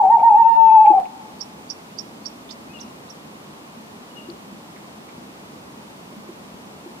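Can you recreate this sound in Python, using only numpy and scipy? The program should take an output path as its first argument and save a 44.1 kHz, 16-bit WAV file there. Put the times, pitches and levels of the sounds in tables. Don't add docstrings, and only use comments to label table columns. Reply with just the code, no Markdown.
import sys
import numpy as np
from scipy import signal
from scipy.fft import rfft, irfft
from scipy.io import wavfile
from scipy.ndimage import uniform_filter1d

SR = 44100
rng = np.random.default_rng(int(sys.argv[2]) if len(sys.argv) > 2 else 0)


def persist_wave(psi):
    counts = np.round(np.clip(psi, -1, 1) * 32767).astype(np.int16)
    wavfile.write(sys.argv[1], SR, np.atleast_2d(counts).T)


N = 308700

# time_s, pitch_hz, effort_db
HOOT_SHAPE = [(-0.137, 895.5, -12.9), (0.002, 938.4, -11.6), (0.168, 923.1, -10.2), (0.421, 925, -11.1),
              (0.594, 902.1, -10.4), (0.771, 889.1, -10.5), (0.906, 855.4, -14.1), (0.983, 756, -17.3),
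              (1.001, 620, -41)]
# middle_s, length_s, sag_hz, drop_db, flatness (1 is round)
HOOT_DIPS = [(0.055, 0.142, 174.6, 8.5, 1.8), (0.198, 0.099, 254, 21, 1), (0.333, 0.116, 99.6, 5.4, 1.1),
             (0.447, 0.091, 28.7, 2, 1.2), (0.707, 0.068, 18.6, 1.1, 0.8), (0.782, 0.056, 31.6, 1.6, 0.95),
             (0.859, 0.048, 56.5, 3.4, 0.7), (0.935, 0.033, 74, 5.8, 1.3)]
# pitch_hz, level_db
THROAT_RESPONSE = [(1300, -54), (1740, -61), (1790, -48), (1860, -34), (2100, -47), (2400, -44),
                   (2620, -39.5), (2750, -46.5), (2820, -55), (3300, -59), (3650, -53.5), (4000, -62.5)]
# frequency_hz, level_db
RASP_SPECTRUM = [(150, -16), (400, -5), (600, 1.5), (740, 11), (950, 1.5), (1400, -21.5), (2600, -28.5),
                 (4000, -38.5), (9000, -50)]
# frequency_hz, level_db
BREATH_SPECTRUM = [(300, -25), (800, -5), (1080, 3.5), (1250, -9.5), (1550, -23.5), (2700, -21.5),
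                   (4000, -30.5), (9000, -44.5)]
# delay_ms, level_db
LEFT_ECHOES = [(2.45, -7.5), (7.73, -7.1), (9.36, 0.1), (32.48, -7.1), (40.91, -12.7), (52.22, -12.5),
               (56.73, -13.5), (77.34, -19.8), (80.49, -16.7), (84.41, -16.1)]
RIGHT_ECHOES = [(9.46, -4.8), (14.33, -10.1), (18.27, -14.0), (23.78, -16.8), (32.41, -10.7),
                (40.61, -12.5), (54.33, -14.5), (62.27, -22.3), (72.56, -19.8), (83.67, -14.9)]


def owl(level_db=6.0, octave_db=1.0, breath_db=-41, clear_hz=930, shimmer=0.22):
    t, pitch_hz, effort_db = follow(HOOT_SHAPE)
    for middle_s, length_s, sag_hz, drop_db, flatness in HOOT_DIPS:
        dip = 1 - np.sin(np.pi * np.minimum(abs(t - middle_s) / length_s, .5)) ** (2 * flatness)
        pitch_hz = pitch_hz - sag_hz * dip
        effort_db = effort_db - drop_db * dip
    hoarse_db = -41 + 0.1445 * np.maximum(clear_hz - pitch_hz, 0)
    pitch_hz = pitch_hz * (1 + .0015 * wander(rate_hz=150)[:len(t)])
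    phase = 2 * np.pi * np.cumsum(pitch_hz) / SR
    octave, third, fourth = (gain_of(level_at(THROAT_RESPONSE, k * pitch_hz)) * np.sin(k * phase)
                             for k in (2, 3, 4))
    growth = gain_of(np.interp(t, [0, 0.5], [-11, 2]))
    flicker = 1 + shimmer * wander(rate_hz=49)[:len(t)]
    overtones = gain_of(octave_db) * octave + growth * flicker * (third + fourth)
    rasp = coloured_noise(RASP_SPECTRUM)[:len(t)] * gain_of(hoarse_db)
    breath = coloured_noise(BREATH_SPECTRUM)[:len(t)] * gain_of(breath_db)
    effort = gain_of(level_db + effort_db)
    voice = effort * (np.sin(phase) + rasp + breath)
    heard = np.array([echoes(voice, side) for side in (LEFT_ECHOES, RIGHT_ECHOES)])
    add(heard, 0, panned(effort * overtones, pan_db=-3.5))
    out = np.zeros((2, N))
    add(out, t[0], wood(heard, near_db=-31, near_fade_s=0.14, far_db=-28, far_fade_s=1.85))
    return out


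# top_s, from_hz, top_hz, level_db, lead_in_db, second_voice_db, roughness (0-1)
BIRD_CHIPS = [(1.410, 4400, 6000, -22.2, -59, -26, 0.02), (1.702, 4400, 6110, -22, -62, -23, 0.02),
              (1.988, 4350, 6050, -22.5, -56, -22.5, 0.02), (2.259, 4300, 5990, -23, -57, -24.5, 0.02),
              (2.511, 3250, 5810, -57, -40, -29, 0.12), (2.807, 3200, 6530, -33, -48, -50, 0.05),
              (3.1, 3390, 6300, -35.5, -53.5, -52, 0.02)]


def chips(overall_db=1.0, pan_db=-21, lead_in_s=0.023, settle_hz=5154, second_hz=4783, second_s=0.008):
    climb_s, settle_s, loudest_s = 0.006, 0.008, 0.007
    rise_db_per_s, fade_db_per_s = 1650, 1900
    out = np.zeros((2, N))
    t = np.arange(-lead_in_s, lead_in_s, 1 / SR)
    for top_s, from_hz, top_hz, level_db, lead_in_db, second_voice_db, roughness in BIRD_CHIPS:
        climb = from_hz + (top_hz - from_hz) * np.exp(-abs(t) / climb_s)
        settle = settle_hz + (top_hz - settle_hz) * np.exp(-abs(t) / settle_s)
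        pitch_hz = np.where(t < 0, climb, settle) * (1 + roughness * wander(rate_hz=2700)[:len(t)])
        tone = np.sin(2 * np.pi * np.cumsum(pitch_hz) / SR)
        swell_db = np.minimum(rise_db_per_s * (t - loudest_s), fade_db_per_s * (loudest_s - t))
        lead_in = gain_of(lead_in_db) * signal.windows.tukey(len(t), .25)
        add(out, top_s - lead_in_s, panned((gain_of(level_db + swell_db) + lead_in) * tone, pan_db))
        second_voice = gain_of(second_voice_db) * slide(second_s, second_hz, second_hz, 0.6, roughness)
        add(out, top_s - second_s / 2, panned(second_voice, pan_db))
    out *= gain_of(overall_db)
    return wood(out, near_db=-9.5, near_fade_s=.125, far_db=-24, far_fade_s=.5)[:, :N]


# start_s, length_s, from_hz, to_hz, level_db
WHISTLE_NOTES = [(2.683, 0.075, 2440, 2680, -47), (2.727, 0.078, 3000, 2650, -40),
                 (4.106, 0.018, 2930, 2840, -50), (4.15, 0.072, 2915, 2730, -39.5)]


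def whistles(overall_db=1, pan_db=16):
    out = np.zeros((2, N))
    for start_s, length_s, from_hz, to_hz, level_db in WHISTLE_NOTES:
        note = slide(length_s, from_hz, to_hz, peak_share=0.4, roughness=0.025)
        add(out, start_s, panned(gain_of(overall_db + level_db) * note, pan_db))
    return wood(out, near_db=-8, near_fade_s=0.46, far_db=-8.5, far_fade_s=0.75)[:, :N]


# start_s, level_db, pitch_hz, length_s, pan_db
SOFT_KNOCKS = [(0.902, -16, 336, 0.03, 3.5), (4.283, -30, 342.4, 0.052, 4), (4.519, -33, 222, 0.028, -1),
               (6.164, -32.5, 213, 0.033, -3), (6.289, -31, 344, 0.02, -1), (6.542, -34, 190, 0.013, -1),
               (6.859, -30, 344, 0.026, 1)]


def knocks(rise_share=0.1):
    out = np.zeros((2, N))
    for start_s, level_db, pitch_hz, length_s, pan_db in SOFT_KNOCKS:
        t = np.arange(0, length_s, 1 / SR)
        swell = np.interp(t / length_s, [0, rise_share, 1], [0, 1, 0])
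        add(out, start_s, panned(gain_of(level_db) * swell * np.sin(2 * np.pi * pitch_hz * t), pan_db))
    return wood(out, near_db=-8, near_fade_s=0.16, far_db=-36.0, far_fade_s=.6)[:, :N]


# peak_s, level_db, pitch_hz, width_hz, fade_s (time to fall 60 dB), pan_db
FAINT_TICKS = [(0.2, -40.5, 2270, 250, .05, -8), (.704, -40, 2300, 400, 0.034, -15),
               (0.864, -34, 2410, 701, 0.065, -17), (1.057, -40.5, 2400, 500, 0.035, -19),
               (4.301, -36, 4260, 910, 0.016, 17), (4.765, -48.5, 1950, 700, 0.1, -17),
               (5.094, -49, 2220, 600, 0.1, -9)]


def ticks(rise_share=0.17):
    out = np.zeros((2, N))
    t, hz = np.arange(4096) / SR, np.fft.rfftfreq(4096, 1 / SR)
    for peak_s, level_db, pitch_hz, width_hz, fade_s, pan_db in FAINT_TICKS:
        band = 1 / (1 + (2 * (hz - pitch_hz) / width_hz) ** 2)
        burst = unit_power(irfft(rfft(rng.standard_normal(len(t))) * band))
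        rise_s = rise_share * fade_s
        swell = np.minimum(t / rise_s, gain_of(-60 * (t - rise_s) / fade_s))
        add(out, peak_s - rise_s, panned(gain_of(level_db) * burst * swell, pan_db))
    return out


# frequency_hz, level_db
AIR_SPECTRUM = [(25, -31.5), (48, -27.5), (72, -13.5), (105, -11.5), (130, -8), (210, 1), (290, -3.5),
                (470, -9), (1050, -11.5), (1600, -22.5), (2800, -24.5), (4500, -26.5), (8000, -30.5),
                (15500, -37)]
# frequency_hz, side_over_middle_db
AIR_SPREAD = [(60, -14.5), (110, -12.5), (200, -15.5), (380, -4), (700, -2), (1290, 3.5), (2380, 6),
              (4400, 2.5), (8120, 1), (15000, 0.5)]


def air(level_db=-42.84, swell_db=1.0, rumble_hz=400):
    hz = np.fft.rfftfreq(N, 1 / SR)
    middle = coloured_noise(AIR_SPECTRUM)
    side = irfft(rfft(coloured_noise(AIR_SPECTRUM)) * gain_of(level_at(AIR_SPREAD, hz)), N)
    steady = np.array([middle + side, middle - side])
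    rumble = irfft(rfft(steady) / (1 + (hz / rumble_hz) ** 4), N)
    swell = gain_of(swell_db * wander(rate_hz=6.0))
    return gain_of(level_db) * (steady + rumble * (swell - 1))


def echoes(sound, bounces):
    size = len(sound) + SR
    hz = np.fft.rfftfreq(size, 1 / SR)
    paths = 1 + sum(gain_of(db) * np.exp(-2j * np.pi * hz * ms / 1000) for ms, db in bounces)
    return irfft(rfft(sound, size) * paths, size)


def wood(sound, near_db, near_fade_s, far_db, far_fade_s):
    t = np.arange(2 * SR) / SR
    near, far = rng.standard_normal((2, 2, len(t)))
    bounces = (rng.random(near.shape) < 1500 / SR) * (t > .004)
    near = near * bounces * gain_of(-60 * t / near_fade_s)
    far = far * np.minimum(t / .05, 1) * gain_of(-60 * t / far_fade_s)
    echo = (gain_of(near_db) * unit_power(near) + gain_of(far_db) * unit_power(far)) / np.sqrt(len(t))
    echo[:, 0] = 1
    return signal.fftconvolve(sound, echo, axes=1)


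def slide(length_s, from_hz, to_hz, peak_share, roughness):
    progress = np.arange(0, 1, 1 / (length_s * SR))
    wobble = 1 + roughness * wander(rate_hz=1800)[:len(progress)]
    pitch_hz = (from_hz + (to_hz - from_hz) * progress) * wobble
    swell = np.interp(progress, [0, peak_share, 1], [0, 1, 0])
    return swell * np.sin(2 * np.pi * np.cumsum(pitch_hz) / SR)


def gain_of(db):
    return 10 ** (np.asarray(db) / 20)


def unit_power(x):
    return x / np.sqrt(np.mean(x ** 2) + 1e-20)


def level_at(spectrum, hz):
    row_hz, row_db = np.transpose(spectrum)
    return np.interp(np.log(hz + 1), np.log(row_hz + 1), row_db)


def follow(rows):
    times_s, *columns = np.transpose(rows)
    t = np.arange(times_s[0], times_s[-1], 1 / SR)
    return [t] + [np.interp(t, times_s, column) for column in columns]


def panned(sound, pan_db):
    return sound * unit_power(gain_of([[pan_db / 2], [-pan_db / 2]]))


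def add(mix, start_s, sound):
    at = round(start_s * SR)
    sound = sound[:, max(-at, 0):]
    part = mix[:, max(at, 0):][:, :sound.shape[1]]
    part += sound[:, :part.shape[1]]


def coloured_noise(spectrum):
    gains = gain_of(level_at(spectrum, np.fft.rfftfreq(N, 1 / SR)))
    return unit_power(irfft(rfft(rng.standard_normal(N)) * gains, N))


def wander(rate_hz):
    hz = np.fft.rfftfreq(N, 1 / SR)
    return unit_power(irfft(rfft(rng.standard_normal(N)) / (1 + (hz / rate_hz) ** 4), N))


def scene():
    return owl() + chips() + whistles() + knocks() + ticks() + air()


def record(dry, threshold_db=-21, squeeze=0.16, recovery_db_per_s=42, top_hz=15600):
    power = abs(uniform_filter1d((dry ** 2).mean(0), size=900))
    power_db = 10 * np.log10(power + 1e-12)
    fall_db = np.arange(N) * recovery_db_per_s / SR
    held_db = np.maximum.accumulate(power_db + fall_db) - fall_db
    over_db = np.maximum(held_db - threshold_db, 0)
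    softened = dry / gain_of(squeeze * uniform_filter1d(over_db, size=900))
    fade_in = np.minimum(np.arange(N) / (.004 * SR), 1)
    treble_cut = signal.firwin(511, top_hz, window=("kaiser", 9), fs=SR)
    return signal.oaconvolve(softened * fade_in, treble_cut[None], "same")


dry = scene()
out = record(dry)
persist_wave(out)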